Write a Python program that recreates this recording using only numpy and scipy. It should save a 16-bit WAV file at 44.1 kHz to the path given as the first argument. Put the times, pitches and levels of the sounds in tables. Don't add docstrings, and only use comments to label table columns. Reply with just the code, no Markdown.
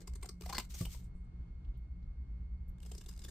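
import sys
import numpy as np
from scipy import signal
from scipy.fft import rfft, irfft, next_fast_len
from scipy.io import wavfile
from scipy.ndimage import uniform_filter1d

SR = 44100
rng = np.random.default_rng(int(sys.argv[2]) if len(sys.argv) > 2 else 0)


def wav_record(signal):
    frames = np.transpose(np.atleast_2d(signal))
    bounded = np.clip(frames, -1, 1)
    quanta = np.round(bounded * 32767).astype(np.int16)
    wavfile.write(sys.argv[1], SR, quanta)


def ratio(d):
    e = np.asarray(d, float) / 20
    return 10 ** e


N = 145530
TIME = np.arange(N) / SR
TO_LEFT = np.array([[1], [-1]])


def rms_one(x):
    return x / np.sqrt(np.mean(x ** 2) + 1e-30)


def at_hz(points, hz, fall_db=0):
    octave, db = np.log2(np.array(points)[:, 0]), np.array(points)[:, 1]
    h = np.log2(np.maximum(hz, 1))
    outside = np.maximum(octave[0] - h, 0) + np.maximum(h - octave[-1], 0)
    return np.interp(h, octave, db) - fall_db * outside


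def colour(pair, spectrum, side, fall_db=12):
    size = next_fast_len(pair.shape[1] + 8192)
    size += size % 2
    hz = np.fft.rfftfreq(size, 1 / SR)
    db = at_hz(spectrum, hz, fall_db)
    db = np.array([db, db + at_hz(side, hz)]) - db.max()
    cepstrum = irfft(np.maximum(db, -140) * np.log(10) / 20, size)
    cepstrum[:, 1:size // 2] *= 2
    cepstrum[:, size // 2 + 1:] = 0
    gain = np.exp(rfft(cepstrum)) / np.sqrt(np.mean(ratio(2 * db[0])))
    mid, diff = irfft(rfft(pair, size) * gain, size)[:, :pair.shape[1]]
    return np.array([mid + diff, mid - diff])


def resonate(x, hz, width_hz):
    r = np.exp(-np.pi * width_hz / SR)
    poles = [1, -2 * r * np.cos(2 * np.pi * hz / SR), r * r]
    return signal.lfilter([1, 0, -1], poles, x + 1e-18) * np.sqrt((1 - r * r) / 2)


def resonate_twice(x, hz, width_hz):
    return resonate(resonate(x, hz, width_hz), hz, width_hz)


def ring(s, hz, db, t60):
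    out, i = np.zeros(N), int(s * SR) + 1
    t = np.arange(i, min(N, i + int(2 * t60 * SR))) / SR - s
    out[i:i + len(t)] = ratio(db - 60 * t / t60) * np.sin(2 * np.pi * hz * t)
    return out


def drift(rate_hz):
    r = np.exp(-2 * np.pi * rate_hz / SR)
    return rms_one(signal.lfilter([1], [1, -2 * r, r * r], rng.standard_normal(N + SR))[SR:])


def curve(rows):
    return ratio(np.interp(TIME, *np.transpose(rows)))


# t/s, level/dB
RUMBLE_SWELL = [(0.0, -55), (0.14, -40.5), (0.33, -53), (0.47, -45.5), (0.8, -47), (0.82, -41.5),
                (1.0, -47.5), (1.39, -47), (1.41, -39.5), (1.45, -53), (1.56, -41), (1.6, -51.5),
                (1.7, -39.5), (1.74, -45.5), (2.73, -41.5), (2.76, -58.5), (2.81, -46), (3.3, -47.5)]
# f/Hz, level/dB per Hz
RUMBLE_COLOUR = [(12, -17.5), (30, -5.5), (60, 6), (79, -5), (92, -25.5)]
# f/Hz, level/dB per Hz
AIR_COLOUR = [(92, -13), (179, -14.5), (202, -18), (420, -31), (520, -37.5), (1400, -43), (2000, -50),
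              (9000, -68.5)]
# f/Hz, side against mid/dB
AIR_SIDE = [(60, -28), (180, -13), (550, 0.5), (15000, 2)]
# f/Hz, level/dB, width/Hz
HUM = [(119.4, -61.5, 15), (176.33, -64.5, 12), (4430, -99, 140), (8670, -108, 200)]
# f/Hz, level/dB
TONES = [(176.5, -64), (2160, -81.5), (4323, -100)]


def background():
    noise = rng.standard_normal((2, 2, N + SR))
    rumble = rms_one(colour(noise[0], RUMBLE_COLOUR, AIR_SIDE, fall_db=32.5)[:, SR:])
    level = np.sqrt(uniform_filter1d(rumble.mean(0) ** 2, SR // 8) + 0.071)
    rumble = rumble / level * curve(RUMBLE_SWELL)
    air = rms_one(colour(noise[1], AIR_COLOUR, AIR_SIDE, fall_db=36.5)[:, SR:])
    air = air * ratio(-62 + 1.5 * drift(2.6))
    hum = 0
    for hz, db, width in HUM:
        mid, side = resonate_twice(rng.standard_normal((2, N + SR)), hz, width)[:, SR:]
        side = ratio(at_hz(AIR_SIDE, hz)) * rms_one(side)
        hum = hum + ratio(db) * (rms_one(mid) + side * [[1], [-1]])
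    whine = sum(ratio(db) * np.sin(2 * np.pi * hz * TIME) for hz, db in TONES)
    return rumble + air + hum + whine


# from t/s, to t/s, level/dB
DRAG = [
    (0, 0.386, -84.5),
    (0.409, 0.593, -69.5),
    (.6, 0.654, -69),
    (2.82, 3.312, -75.5),
]
# f/Hz, level/dB per Hz
TEAR_NEXT = [(530, -34.5), (900, -4.5), (3490, -13), (4230, -6), (4940, -9), (9900, -5.5), (15800, -13.5)]
# f/Hz, side against mid/dB
SLIDE_SIDE = [(950, -10), (3800, -0.5)]


def drag():
    edge_s = 0.018
    on = 0
    for start, end, db in DRAG:
        inside = np.minimum(TIME - start, end - TIME)
        on = on + ratio(db) * np.clip(inside / edge_s + 1, 0, 1) ** 2
    rough = rng.standard_normal((2, N)) * ratio(4.6 * drift(42))
    return colour(rough, TEAR_NEXT, SLIDE_SIDE) * on


SLIP_SAMPLES = 4096


def slip_swell(ms):
    rise_share, fade_share = 0.7, 0.45
    u = np.arange(SLIP_SAMPLES) / SR / (ms / 1000 + 1e-4)
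    rise = np.sin(np.pi / 2 * np.clip(u / rise_share, 0, 1)) ** 2
    return rise * np.exp(-np.maximum(u - rise_share, 0) ** 1.29 / fade_share)


def fibre_breaks():
    breaks_per_s, spread_db = 14000, 2
    shape = (2, SLIP_SAMPLES)
    sizes = ratio(spread_db * np.minimum(rng.exponential(1, shape), 4)) * rng.choice([-1, 1], shape)
    return rms_one(sizes * (rng.random(shape) < breaks_per_s / SR))


def blade_ring(breaks, blades):
    luck_db = 5 * rng.normal(0, 1, len(blades))
    modes = [ratio(db + luck) * resonate(breaks, hz, width) for (hz, width, db), luck in zip(blades, luck_db)]
    return sum(modes) / 3


# f/Hz, width/Hz, level/dB
STEEL = [(1590, 25, -10.5), (2064, 60, -1), (2437, 30, -9), (2920, 59, -5), (3506, 64, -5.5),
         (4345, 420, 2.5), (4830, 180, -3.5), (5386, 46, -8), (7366, 160, -6.5), (7790, 149.7, -3.5),
         (8600, 120, 3.5), (11560, 400, -9.5)]
# f/Hz, side against mid/dB
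NEAR_SIDE = [(200, -10), (600, -9.5), (2000, -8.5), (9000, 1.5)]


def slips(rows, spectrum, flaps_db, blades=STEEL, blades_db=-8.5):
    slip_db, patch_db = -10, 2.5
    flap_hz, flap_width_hz = 366, 67
    out = np.zeros((2, N + SLIP_SAMPLES))
    for (s, db, card_hz, card_db, ms), flap_db in zip(rows, np.broadcast_to(flaps_db, len(rows))):
        swell = slip_swell(ms)
        breaks = fibre_breaks() * swell
        tearing = breaks + ratio(blades_db) * blade_ring(breaks, blades)
        patchy = [(hz, at_hz(spectrum, hz, 10) + patch_db * rng.normal())
                  for hz in np.geomspace(250, 16000, num=16)]
        bright = 1.605 * rms_one(colour(tearing, patchy, NEAR_SIDE))
        card = ratio(card_db) * rms_one(resonate(breaks[0], card_hz, 28 + card_hz / 12))
        flap = ratio(flap_db) * rms_one(resonate(breaks[0], flap_hz, flap_width_hz))
        i = max(int((s - 0.2 * ms / 1000) * SR), 0)
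        out[:, i:i + SLIP_SAMPLES] += ratio(db + slip_db) * (bright + card + flap) * swell.std()
    return out[:, :N] * ratio(TO_LEFT)


# t/s, peak level/dB, card f/Hz, card ring level/dB, length/ms
SLIPS = [
    (0.0034, -52.5, 576, -5.5, 8.1),
    (0.0129, -52.5, 397, 2.5, 13.4),
    (0.072, -42, 1020, -5, 10),
    (.092, -65, 1020, -6, 7.1),
    (0.1345, -51, 4400, -12, 5.5),
    (0.1515, -45.5, 990, -21, 12),
    (0.2255, -40, 1114, -5, 10.4),
    (.243, -60.5, 693, 17.5, 8),
    (0.2558, -42.5, 1290, -17.5, 8),
    (0.2885, -38, 1140, -11.5, 8.4),
]
# f/Hz, level/dB per Hz
TEAR = [(290, -33), (500, -2), (3270, -13), (4300, -7), (8370, -6.5), (10200, -11), (15800, -11.5)]


def first_cut():
    return slips(SLIPS, TEAR, flaps_db=-3.5)


# t/s, peak level/dB, card f/Hz, card ring level/dB, length/ms
HARD_SLIPS = [(.409, -42.5, 377, 3.5, 4.6), (.418, -43.5, 386, -0.5, 7), (.435, -53.5, 1130, 4.5, 6.1),
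              (.458, -40, 716, 0.5, 9.1), (.491, -39, 774, 4.5, 15), (.525, -35, 1027, 3.5, 12.2),
              (.545, -33.5, 1590, -6, 14.4), (.565, -36, 2010, -14, 8.8), (.5812, -25, 4730, -7, 3.98),
              (.5855, -30.5, 980, -4, 5.3), (.594, -34.5, 2900, -10, 12)]
# f/Hz, level/dB per Hz
TEAR_HARD = [(240, -40), (400, -8.5), (991, -15.5), (1330, -18), (4910, -18), (10100, -23.5),
             (15800, -20.5)]


def hard_cut():
    return slips(HARD_SLIPS, TEAR_HARD, flaps_db=-9.5)


# f/Hz, level/dB, t60/s
CRACK = [(854, -42, .05), (1020, -38.5, 0.085), (2020, -42, .03), (2840, -36, .015), (4400, -31, 0.0096),
         (5000, -35, .012)]


def snap_shut():
    tips = sum(ring(0.5818, *mode) for mode in CRACK)
    handles = ring(0.582, 227.7, -37, 0.051)
    return tips + handles


# t/s, level/dB
SLIDE = [
    (.69, -77),
    (.705, -56),
    (.735, -60),
    (.79, -50.5),
    (.83, -52.5),
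    (.885, -67.5),
    (.93, -52),
    (1.0, -69.5),
    (1.055, -76.5),
]
# f/Hz, level/dB per Hz
SLIDE_COLOUR = [(710, -20.5), (1200, -7), (1570, -13.5), (2150, -4), (2550, -5), (7270, -2), (15800, -4.5)]


def slide():
    rub = rng.standard_normal((2, N)) * ratio(2 * drift(140))
    on = (TIME > SLIDE[0][0]) * ratio(-500 * np.maximum(TIME - SLIDE[-1][0], 0))
    hiss = colour(rub, SLIDE_COLOUR, SLIDE_SIDE, fall_db=-5)
    return hiss * curve(SLIDE) * on * ratio(TO_LEFT)


# t/s, peak level/dB, card f/Hz, card ring level/dB, length/ms
CLICKS = [
    (.740, -42, 6130, 0.5, 14.6),
    (.752, -63, 760, -2, 9),
    (.807, -38.5, 1090, -10.5, 13),
    (.851, -35, 2980, -5.5, 9),
    (.862, -56.5, 790, 10.5, 5.3),
    (.945, -49, 950, -3, 8.9),
]
# f/Hz, level/dB per Hz
CLICK = [(500, -2.5), (1300, -12.5), (3000, -12), (9800, -14), (15800, -9.5)]


def clicks():
    return slips(CLICKS, CLICK, flaps_db=-12)


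# f/Hz, level/dB, t60/s
BUMP = [(104.7, -27.5, 0.12), (172.2, -33.5, 0.21), (274, -43.5, 0.11), (369, -52.5, 0.2),
        (520, -47.5, 0.096), (646, -53.5, 0.13)]


def desk_bump():
    start_s, rise_s = 0.806, 0.006
    rise = np.clip((TIME - start_s) / rise_s, 0, 1)
    modes = sum((-1) ** k * ring(start_s, *mode) for k, mode in enumerate(BUMP))
    return -rise * modes


# t/s, peak level/dB, f/Hz, rise/ms
TICKS = [
    (1.033, -77.5, 8370, 10.5),
    (1.14, -89.5, 8660, 24),
    (1.239, -90.5, 8600, 8.8),
    (1.647, -80.5, 3110, 2.95),
    (1.68, -88, 3200, 3.6),
    (1.735, -89, 3210, 16),
    (1.772, -74.5, 14000, 3.6),
    (2.026, -85.5, 4170, 3),
    (2.68, -74.5, 12900, 3),
    (2.689, -68, 14300, 3),
]


def ticks():
    out = 0
    for s, db, hz, ms in TICKS:
        u = np.maximum(TIME - s, 0) / (ms / 1000)
        rustle = resonate_twice(rng.standard_normal((2, N)), hz, 0.45 * hz)
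        out = out + ratio(db) * rustle * u * np.exp(1 - u)
    return out


# t/s, f/Hz, level/dB
THUDS = [
    (1.152, 50, -34),
    (1.398, 55, -37),
    (1.691, 55, -41.5),
]


def floor_thuds():
    return -sum(ring(s, hz, db, 0.099) for s, hz, db in THUDS)


# t/s, peak level/dB, card f/Hz, strip flap level/dB, length/ms
NEXT_SLIPS = [(2.782, -64.5, 3400, -12, 4.6), (2.802, -55, 3030, -6, 3.4), (2.8278, -50, 2930, -6.5, 8),
              (2.850, -56, 2980, 2, 4.5), (2.859, -49.5, 3220, -3, 9), (2.8888, -64, 3160, -7, 7.5),
              (2.9142, -43.5, 3160, 2, 8.7), (2.948, -47, 5160, 2, 6.8), (2.9778, -45.5, 5240, -2.5, 9),
              (3.0081, -49, 2730, -4.5, 12), (3.0599, -47.5, 3670, 0, 6.7), (3.084, -44.5, 5100, -8, 14),
              (3.110, -53, 2660, -12, 5.8), (3.136, -54.5, 5100, -17, 4.9), (3.1615, -56, 5000, -19, 6.8),
              (3.175, -51.5, 4900, -5, 4.5), (3.1905, -47, 3930, -13, 6), (3.2159, -51.5, 3800, -14, 11),
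              (3.2367, -46, 3560, -14, 11), (3.2463, -42, 3620, -3.5, 7.2), (3.258, -56, 3600, -9, 6),
              (3.2806, -45.5, 1700, -3.5, 16)]
# f/Hz, width/Hz, level/dB
STEEL_NEXT = [(1620, 90, -8.5), (2010, 60, -17), (2870, 78, 2), (3560, 110, 1), (4960, 170, 6.5),
              (5300, 71, -5.5), (6040, 150, -4.5), (6920, 170, -11), (7450, 94, -2), (8070, 150, 2),
              (8740, 160, -8.5)]


def next_cut():
    rows = [(s, db, hz, -7.5, ms) for s, db, hz, _, ms in NEXT_SLIPS]
    flaps_db = [row[3] for row in NEXT_SLIPS]
    return slips(rows, TEAR_NEXT, flaps_db, STEEL_NEXT, blades_db=-6.5)


def room(x):
    t60_s, wall_cut_hz = 0.14, 41000
    size = next_fast_len(N + SR)
    w = 2 * np.pi * np.fft.rfftfreq(size)
    dull = np.exp(-2 * np.pi * wall_cut_hz / SR)
    wall = (1 - dull) / (1 - dull * np.exp(-1j * w))
    out, spectrum = np.zeros((2, N)), rfft(x.mean(0), size)
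    for side in range(2):
        echoes = 0
        for k, lag in enumerate((rng.uniform(0.006, 0.025, 6) * SR).astype(int)):
            loop = ratio(-60 * lag / SR / t60_s) * wall * np.exp(-1j * w * lag)
            echoes = echoes + (-1) ** k * loop / (1 - loop)
        out[side] = irfft(spectrum * echoes, size)[:N]
    return out


def scene():
    near = drag() + first_cut() + hard_cut() + slide() + clicks() + ticks() + next_cut()
    knocks = snap_shut() + desk_bump() + floor_thuds()
    return near + ratio(-11.5) * room(near) + knocks + background()


def band_limit(x):
    return signal.sosfilt(signal.butter(12, 15960, fs=SR, output="sos"), x)


# f/Hz, level/dB
MIC_DIP = [(8800, 0.5), (9500, -9), (10600, -10.5), (11400, -2)]


def record(dry):
    low_pass = signal.cheby2(12, 70, 16500, fs=SR, output="sos")
    cut = signal.sosfilt(low_pass, dry)
    hz = np.fft.rfftfreq(N, 1 / SR)
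    mix = irfft(rfft(cut) * ratio(at_hz(MIC_DIP, hz)), N)
    return band_limit(mix)


dry = scene()
out = record(dry)
wav_record(out)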